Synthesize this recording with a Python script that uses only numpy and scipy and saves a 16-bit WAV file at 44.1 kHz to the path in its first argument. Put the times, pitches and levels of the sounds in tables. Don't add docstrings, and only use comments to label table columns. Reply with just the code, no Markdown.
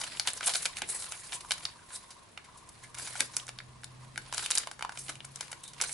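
import sys
import numpy as np
from scipy import signal
from scipy.fft import rfft, irfft, next_fast_len
from scipy.io import wavfile
from scipy.ndimage import uniform_filter1d, map_coordinates

SR = 44100
rng = np.random.default_rng(int(sys.argv[2]) if len(sys.argv) > 2 else 0)


def boost(x):
    u = np.asarray(x, float) / 20
    return 10 ** u


def to_wav(sig):
    pcm = np.clip(np.atleast_2d(sig), -1, 1) * 32767
    pcm = np.round(pcm).astype(np.int16)
    wavfile.write(sys.argv[1], SR, pcm.T)


N = 261513


def unit(x):
    return x / np.sqrt(np.mean(x ** 2) + 1e-20)


def along(points, hz):
    f, v = np.transpose(points)
    return np.interp(np.log(hz + 1), np.log(f + 1), v)


def curve(points):
    s, v = np.transpose(points)
    return np.interp(np.arange(N) / SR, s, v)


def wobble(rate_hz):
    knots = rng.standard_normal(int(N * rate_hz / SR) + 4)
    return map_coordinates(knots, [np.arange(N) * rate_hz / SR])


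def filtered(x, response):
    m = next_fast_len(N + SR // 2)
    hz = np.fft.rfftfreq(m, 1 / SR)
    return irfft(rfft(x, m) * response(hz), m)[..., :N]


def pair(source, spectrum, alike):
    def response(hz):
        turn = np.arccos(np.clip(along(alike, hz), -1, 1)) / 2
        return boost(along(spectrum, hz)) * [np.cos(turn), np.sin(turn)]

    mid, side = filtered(source, response)
    return unit(np.array([mid + side, mid - side]))


def sides(pan_db):
    return boost(np.array([pan_db / 2, -pan_db / 2]))


def swells(s, db, rise_s, fall_s):
    hop = 64
    late_s = np.arange(0, N + hop, hop)[:, None] / SR - s
    drop_db = 20 * np.where(late_s < 0, -late_s / rise_s, late_s / fall_s)
    power = boost(2 * (db - drop_db)).sum(1)
    return np.interp(np.arange(N) / hop, np.arange(len(power)), np.sqrt(power))


def air():
    # f/Hz, density/dB
    rumble_spectrum = [(12, -51), (20, -15), (95, -11.5), (127, -10), (227, -15.5), (337, -25.5),
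                       (365, -37), (700, -72)]
    # f/Hz, density/dB
    floor_spectrum = [(150, -45), (337, -27.5), (416, -31), (463, -31), (872, -30.5), (1060, -27.5),
                      (1260, -33.5), (11000, -47.5)]
    # f/Hz, correlation/1
    alike = [(30, 1), (125, 0.82), (300, 0.051), (600, 0.083), (1000, 0.093), (3000, 0.048), (10000, 0.1)]
    # t/s, level/dB
    swell = [(0, -61), (1.7, -63), (2.4, -64), (4.2, -58.5), (4.6, -62.5), (5.93, -61)]
    noise = rng.standard_normal((2, 2, N))
    rumble = pair(noise[0], rumble_spectrum, alike)
    rest = pair(noise[1], floor_spectrum, alike)
    rumble_db = curve(swell) + 1.1 * wobble(4.08)
    return boost(rumble_db) * rumble + boost(-59) * rest


def grit(rate_hz, spread_db, patchy_db, smooth):
    size = (rng.random(N) < rate_hz / SR) * boost(spread_db * np.minimum(rng.exponential(size=N), 2.2))
    ticks = unit(size * rng.standard_normal((2, N))) + smooth * rng.standard_normal((2, N))
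    z = signal.stft(ticks, nperseg=128)[2]
    field = uniform_filter1d(rng.standard_normal(z.shape[1:]), size=2, axis=0)
    field = uniform_filter1d(field, size=16, axis=1)
    clumps_db = patchy_db * 1.1 * wobble(110)
    patched = signal.istft(z * boost(patchy_db * unit(field)), nperseg=128)[1][:, :N]
    return boost(clumps_db) * patched


def slides():
    # f/Hz, density/dB
    hiss_spectrum = [(1500, -51), (3000, -24), (4000, -11), (5500, -6.5), (8000, -3), (11000, 0.5)]
    # f/Hz, density/dB
    rustle_spectrum = [(200, -12), (500, -3.5), (1000, -3), (2000, 0.5), (3000, -1.5), (4200, 1),
                       (6000, -8), (11000, -7)]
    # most pressure t/s, skin hiss level/dB, sheet rustle level/dB, rise/s, fall/s (20 dB)
    strokes = [(0.0, -42, -46, .05, 0.7), (0.285, -28, -32.5, 0.017, 0.021), (.37, -32, -44, 0.033, 0.022),
               (.478, -26.5, -36, 0.058, 0.062), (.56, -33.5, -47, 0.1, 0.15),
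               (.663, -33.5, -47, .15, 0.029), (.78, -34.5, -40.5, 0.038, 0.025),
               (0.903, -35.5, -48, 0.05, 0.63), (1.345, -38, -43.5, .04, 0.06),
               (1.521, -42.5, -50, 0.047, 0.11), (1.645, -54.5, -52.5, 0.16, 0.16),
               (1.958, -32, -50, 0.055, 0.025), (1.99, -52, -62, .2, .2),
               (2.847, -55.5, -65.5, 0.28, 0.075), (2.996, -34.5, -46.5, 0.032, 0.29),
               (3.214, -35, -44.5, 0.12, 0.05), (3.38, -42.5, -53.5, 0.12, 0.094),
               (4.187, -63, -69, 0.071, 0.05), (4.387, -35, -40, 0.061, 0.12),
               (4.586, -46, -45, 0.36, 0.12), (4.992, -36, -60, 0.053, 0.13),
               (5.097, -62, -49.5, 0.047, 0.056), (5.411, -49.5, -55, 0.15, 0.22),
               (5.827, -39, -38, 0.044, 0.078), (5.93, -32.5, -53, 0.11, .1)]
    rest_hiss_db, rest_rustle_db = -64, -66.5
    dwell_s = 0.01
    sheet_lag = 1.14
    s, hiss_db, rustle_db, rise_s, fall_s = np.transpose(strokes)
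    hiss = grit(rate_hz=5200, spread_db=4, patchy_db=3, smooth=1.6)
    hiss = pair(hiss, hiss_spectrum, [(3000, 0.62)])
    rustle = grit(rate_hz=700, spread_db=3.5, patchy_db=2.5, smooth=1.16)
    rustle = pair(rustle, rustle_spectrum, [(1200, 0.85), (3000, 0.4)])
    skin = uniform_filter1d(swells(s, hiss_db + 0.5, rise_s, fall_s), round(dwell_s * SR))
    skin = skin + boost(rest_hiss_db)
    sheet = swells(s, rustle_db + 2.0, sheet_lag * rise_s, sheet_lag * fall_s) + boost(rest_rustle_db)
    return sides(1.4 * wobble(3.13)) * (skin * hiss + sheet * rustle)


def rattle():
    # f/Hz, density/dB
    resonances = [(870, -24), (940, 3), (1000, 1.5), (1065, 5.5), (1125, -6), (1192, -1), (1260, -24)]
    # t/s, level/dB
    pulses = [(.01, -54), (.16, -57), (.37, -57), (.49, -50), (.7, -55), (.76, -58), (.93, -55),
              (.97, -56), (1.03, -59), (1.09, -59), (1.17, -60), (1.24, -59), (1.37, -53), (1.45, -54),
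              (1.49, -57), (1.56, -57), (1.61, -58), (1.69, -58), (1.76, -59), (1.83, -61), (1.91, -58),
              (1.97, -61), (2.04, -61), (2.1, -58), (2.17, -58), (2.23, -62), (2.49, -59), (2.56, -57),
              (2.63, -60), (2.69, -59), (2.77, -63), (2.83, -63), (2.9, -61), (2.97, -55), (3.03, -58),
              (3.1, -58), (3.3, -56), (3.37, -56), (3.43, -55), (3.55, -62), (3.69, -63), (3.76, -61),
              (3.92, -63), (4.03, -56), (4.08, -60), (4.27, -62), (4.46, -56), (4.58, -56), (4.94, -58),
              (5.29, -63), (5.38, -61), (5.5, -60), (5.57, -60), (5.63, -60), (5.71, -62), (5.77, -60),
              (5.88, -58)]
    hum = pair(rng.standard_normal((2, N)), resonances, [(1000, 0.94)])
    power = np.abs(uniform_filter1d(hum.mean(0) ** 2, size=700))
    steady = unit(hum / np.sqrt(power + .05))
    flutter_db = 1.5 * wobble(40)
    s, db = np.transpose(pulses)
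    return swells(s, db + 4, rise_s=.035, fall_s=.045) * boost(flutter_db) * steady


def bursts(rows, length_ms, thud_db, rise_share, crack, facet_db):
    size = 2048
    out = np.zeros((2, N + size))
    t, hz = np.arange(size) / SR, np.fft.rfftfreq(size, 1 / SR)
    delay_s = np.array([[.0013], [.00136]])
    bounce = 1 + .4 * np.exp(-2j * np.pi * hz * delay_s)
    apart = along([(500, 0.2), (1200, 0.2), (2500, 0.43), (9000, 0.33)], hz)
    life_s = (length_ms - 1.2) / 1000
    shape = (1 - np.exp(-t / (rise_share * life_s))) * (boost(-9 * t / life_s) + boost(-17.5 - 60 * t / 0.042))
    shape[:16] *= 1 + crack / length_ms
    body_band = (hz > 1300) & (hz < 6500)
    for s, db, facet_hz, edge_db in rows:
        shiver = rfft(shape * rng.standard_normal((3, size)))
        even = uniform_filter1d(np.abs(shiver[0]) ** 2, size=50) ** .45
        tilt = [(250, thud_db - 11.5), (1050, thud_db + 6.5), (facet_hz, -3), (8500, edge_db - 0.5)]
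        colour_db = along(tilt, hz) + facet_db * np.exp(-(np.log(hz / facet_hz + 1e-9) / 0.28) ** 2)
        cep = irfft(np.log(boost(colour_db) / even), size)
        cep[1:size // 2] *= 2
        cep[size // 2 + 1:] = 0
        snap = (shiver[0] + apart * shiver[1:]) * bounce * np.exp(rfft(cep))
        body = np.linalg.norm(snap.mean(0)[body_band]) / np.sqrt(size / 2)
        gain = boost(db + 23.5) * sides(rng.normal(.3, 1.0))[:, None]
        out[:, round(s * SR):][:, :size] += gain * irfft(snap, size) / body
    return out[:, :N]


def creases():
    # t/s, body level/dB, facet f/Hz, edge level/dB
    crackles = [(.0355, -35.5, 2900, -3.5), (.2555, -45.5, 1720, -27), (.3008, -41, 1530, 3),
                (.4288, -35, 3100, -12), (.4695, -30, 4060, 1), (.4754, -36.5, 6500, 12.5),
                (.4927, -31, 4400, -5), (.282, -37, 2180, -7.5), (.5535, -27, 4040, -1),
                (.5485, -32, 4500, -3), (.0125, -36, 4640, 0), (2.944, -45.5, 1690, -1),
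                (1.0207, -45.5, 4410, 10), (1.328, -36, 2420, -8), (1.406, -44.5, 4200, -1),
                (5.091, -37, 2030, -2), (2.6892, -53.5, 1290, 15), (2.9833, -47, 2140, 11),
                (3.5743, -60, 1300, -14), (4.2929, -54, 1300, -22), (4.5985, -47, 2400, -12),
                (5.4797, -61, 2260, 2), (4.9202, -46.5, 1290, -11), (4.9554, -49, 1540, -13),
                (5.0969, -42, 1280, -6), (5.2449, -47, 1260, -11), (5.5154, -45, 6300, 6),
                (5.733, -49, 5500, 1)]
    flecks = [(.0155, -38, 5000, -2), (.041, -38, 3000, 0), (.265, -56, 6500, 14), (.4375, -40, 2000, -6),
              (.4772, -33, 3000, 8), (.482, -34, 3200, -2), (.5, -38, 3500, 2), (.785, -44, 3000, 0),
              (1.024, -44, 4000, 2), (1.042, -47, 1500, 4), (1.234, -56, 2500, 6), (1.3215, -38, 3800, -10),
              (1.58, -47, 1800, -4), (1.606, -51, 2500, -10), (1.70, -54, 3000, -10),
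              (1.905, -50, 1500, -10), (2.949, -47, 1700, 0), (2.973, -51, 1250, -12),
              (2.996, -46, 1500, -6), (3.066, -45, 3800, -4), (3.075, -43, 2000, -8),
              (3.194, -43, 2000, -6), (4.372, -42, 2500, 4), (4.56, -39, 2200, 2), (4.634, -53, 1250, -12),
              (5.082, -43, 3000, -2), (5.1, -45, 2500, 0), (5.481, -51, 2500, -6), (5.5155, -48, 1150, 0),
              (5.678, -55, 6500, 8), (5.8015, -37, 2500, -20), (5.8205, -35, 4200, 8),
              (5.8365, -38, 1500, -4), (5.846, -42, 2000, 0), (5.893, -43, 2200, 0), (5.916, -52, 6500, 12),
              (.649, -46, 2000, -8), (3.161, -45, 2000, -4), (3.486, -47, 4500, 0)]
    ticks = [(.1713, -42, 3040, -13), (.1969, -25, 4330, -2.5), (.333, -51, 6400, 16),
             (.4083, -34, 1230, -16), (.7692, -36.5, 2580, -0.5), (1.6528, -28, 4500, -11),
             (3.2053, -23.5, 1850, 3.5), (3.3668, -29.5, 5900, 6), (3.3982, -41.5, 3530, -12),
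             (3.4674, -51, 6500, 3), (3.4801, -44, 1560, -4), (3.5873, -39, 4040, -13.5),
             (3.6027, -43, 1850, -26), (3.8429, -42, 4100, 1.5), (4.1589, -42.5, 1850, -16),
             (4.1768, -31, 1650, -6.5), (4.4607, -31.5, 2700, -2.5), (4.5104, -29, 6400, 3),
             (4.5172, -28.5, 4050, -4), (4.5392, -42, 2670, -10.5), (4.5527, -34.5, 6240, 10),
             (4.5568, -38, 2150, -3), (4.5748, -26, 4600, -2), (4.5817, -30, 6330, 8),
             (5.1546, -47, 2630, -1), (5.2043, -42.5, 3300, -23), (5.2492, -48.5, 6060, 7),
             (5.3585, -42.5, 6500, 1), (5.6388, -47.5, 3500, 3), (5.8131, -27, 6320, -1.5)]
    brushes = [(.205, -49, 4440, -10.5), (.3717, -42, 5500, -9), (.458, -43.5, 6540, 20.5),
               (.5622, -39, 3530, 17), (.8874, -42, 6400, 12.5), (.8959, -44.5, 6300, 18.5),
               (.945, -48, 6500, 17), (.62, -49, 6500, 14), (1.1415, -48, 1570, -11),
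               (1.2333, -52, 1290, 1), (1.2582, -51, 1320, 5), (1.334, -43, 6500, 9),
               (1.9162, -50.5, 1400, -14), (2.1039, -46, 4600, 2.5), (2.442, -52.5, 1920, -2),
               (2.572, -55, 4500, 10.5), (2.9732, -50, 1300, -8), (3.0701, -39, 1620, 2),
               (3.3335, -46.5, 6060, -2), (4.4239, -37, 1370, 1.1), (4.9702, -49, 2900, -3),
               (.44, -38, 3000, 1), (.505, -42, 4000, 6), (3.03, -53, 3000, 7), (3.11, -59, 4000, 10),
               (5.6336, -52, 6740, 10), (5.8442, -50, 2140, -7)]
    snaps = [
        (.273, -26.5, 3620, -1.5),
        (.5372, -31, 4660, -5),
        (.655, -27, 4130, -4),
        (.6595, -30.5, 2270, -4),
        (1.5078, -26, 2900, -5),
        (1.5178, -26, 4000, -2.5),
        (2.3751, -39.5, 2570, -17.5),
    ]
    knocks = [(.819, -30.5, 2560, -3), (1.1214, -38, 2880, 5), (1.4484, -50.5, 1310, -16),
              (2.9853, -45, 2100, 3), (3.137, -56, 2100, -9), (3.1546, -39, 1470, -6),
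              (3.2022, -35.5, 3560, -28), (3.4912, -39, 2550, -5), (3.8341, -45.5, 1950, -8),
              (4.3258, -37, 1220, -4), (4.3374, -39, 6500, -3), (4.3446, -38, 6500, 4.5),
              (4.3797, -30.5, 4410, 1.5), (4.3936, -37, 3570, -4), (4.5046, -32, 2560, 2),
              (4.6721, -39.5, 1150, -10), (4.7134, -41, 1670, -3), (4.793, -43.5, 1580, -9.5),
              (4.8093, -42, 1560, -17), (4.8244, -32.5, 2650, -10), (4.8487, -39, 1180, -20),
              (4.8933, -37.5, 1580, -16), (4.974, -40.5, 2820, -1), (5.0955, -39, 2050, -4),
              (5.4085, -34.5, 5300, 1.5), (5.529, -39, 1800, -6), (5.805, -46, 1260, -18),
              (5.819, -39, 1260, 1), (5.8394, -35, 2080, 2)]
    scrapes = [(1.783, -54, 1570, -13), (1.8186, -57, 1370, -20), (2.388, -54, 1900, -17),
               (2.4848, -59, 1300, -19), (2.8341, -45, 1820, 2.5), (4.438, -36, 3700, 5),
               (4.729, -55, 1540, 5), (5.082, -49, 2000, -8), (5.648, -58, 3680, 8),
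               (5.6759, -49, 3730, 12.5), (5.70, -58, 3700, 7), (5.891, -45, 2180, 4)]
    return (bursts(crackles, length_ms=5.2, thud_db=-8, rise_share=0.28, crack=.7, facet_db=5)
            + bursts(flecks, length_ms=3.2, thud_db=-9, rise_share=0.2, crack=.8, facet_db=7)
            + bursts(ticks, length_ms=2.86, thud_db=-12.5, rise_share=0.14, crack=2.6, facet_db=9)
            + bursts(brushes, length_ms=16.3, thud_db=-7.5, rise_share=0.13, crack=0, facet_db=8)
            + bursts(snaps, length_ms=3.9, thud_db=-9.5, rise_share=0.11, crack=3.2, facet_db=5.5)
            + bursts(knocks, length_ms=3.25, thud_db=-2.5, rise_share=0.05, crack=0.89, facet_db=7)
            + bursts(scrapes, length_ms=13, thud_db=-14, rise_share=0.39, crack=0, facet_db=16.5))


def whistles():
    # t/s, level/dB, pitch f/Hz, half length/s (20 dB), width/pitch
    drags = [(.07, -54, 4800, .1, .12), (.14, -56, 4900, .08, .12), (.9, -52, 7800, .04, .06),
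             (.955, -49, 7900, .05, .08), (.905, -55, 3900, .05, .08), (.905, -47, 10000, .04, .08),
             (.955, -49, 2000, .03, .25), (1.012, -42, 9000, .02, .25), (1.135, -49, 2600, .022, .5),
             (1.356, -41, 9000, .018, .3), (1.642, -49, 9000, .025, .3), (1.948, -42, 9000, .028, .28),
             (1.95, -54, 3800, .04, .08), (3.02, -53, 4800, .06, .08), (3.23, -54, 4900, .06, .08),
             (4.455, -43, 9500, .025, .2), (4.545, -44, 9500, .015, .25), (5.063, -50, 9500, .03, .2),
             (5.667, -55, 3750, .04, .07), (.49, -43, 850, .03, .3), (4.842, -46, 950, .03, .2),
             (.832, -43, 2600, .025, .45)]
    size = SR // 2
    out = np.zeros((2, N + SR))
    noise = rng.standard_normal((len(drags), 3, size))
    t, f = np.arange(size) / SR - .25, np.fft.rfftfreq(size, 1 / SR)
    for (s, db, hz, half_s, width), (both, *each) in zip(drags, noise):
        band = np.exp(-((f / hz - 1) / width) ** 2)
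        tone = unit(irfft(rfft(both + .45 * np.array(each)) * band, size))
        out[:, round((s + .25) * SR):][:, :size] += boost(db - 20 * (t / half_s) ** 2) * tone
    return out[:, size:][:, :N]


def thumps():
    # t/s, peak level/dB
    contacts = [
        (0.82, -49),
        (.89, -56),
        (3.202, -46),
        (4.173, -56),
        (5.087, -55),
    ]
    out, t = np.zeros(N + SR), np.arange(SR // 4) / SR
    for s, db in contacts:
        out[round(s * SR):][:len(t)] += boost(db + 18.5 - 60 * t / 0.19) * rng.standard_normal(len(t))
    centre_hz, width_hz = 320, 170
    return filtered(out[:N], lambda f: 1.25j * f * width_hz / (centre_hz ** 2 - f * f + 1j * f * width_hz))


def engine():
    # t/s, level/dB
    load = [(2.5, -84), (2.64, -67), (2.85, -58.5), (3.05, -60), (3.3, -55.5), (3.5, -57), (4.1, -51.5),
            (4.42, -59.5), (4.52, -80), (4.78, -60), (4.87, -70), (4.98, -60), (5.3, -54.5), (5.55, -63),
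            (5.62, -70), (5.75, -59), (5.83, -68), (5.93, -59)]
    t = np.arange(N) / SR - 2.78
    start_hz, climb_hz_per_s, climb_hz_per_s2 = 122, 3.3, .8
    hz = start_hz + climb_hz_per_s * t + climb_hz_per_s2 * t * t
    level_db = curve(load) + 1 + 2.2 * wobble(6.0)
    return boost(level_db) * np.sin(2 * np.pi * np.cumsum(hz + 0.47 * wobble(5.9)) / SR)


def room(x):
    # f/Hz, t60/s
    decay = [(300, 0.41), (1500, 0.21), (4000, 0.23), (10000, 0.15)]
    hz, t, z = signal.stft(rng.standard_normal((2, SR // 3)), SR, nperseg=256)
    tail = signal.istft(z * boost(-60 * t / along(decay, hz)[:, None]), SR, nperseg=256)[1]
    delayed = np.pad(x, (200, 0))[None]
    return signal.fftconvolve(delayed, tail / np.linalg.norm(tail[0]), axes=1)[:, :N]


def scene():
    # f/Hz, left over right level/dB
    ports = [(300, -.4), (1500, -2.2), (3000, -1), (5000, .7), (10000, .8)]
    background = air() + rattle() + engine()
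    paper = slides() + creases() + whistles() + thumps()
    near = filtered(paper, lambda hz: sides(along(ports, hz)))
    return near + boost(-9.5) * room(paper.mean(0)) + background


def low_pass(x):
    return signal.sosfilt(signal.butter(12, 12390, fs=SR, output="sos"), x)


def record(dry):
    # f/Hz, level/dB
    roll_off = [(11000, 0), (11090, -38), (12500, -62)]
    mix = filtered(dry, lambda hz: boost(along(roll_off, hz)))
    return low_pass(mix)


dry = scene()
out = record(dry)
to_wav(out)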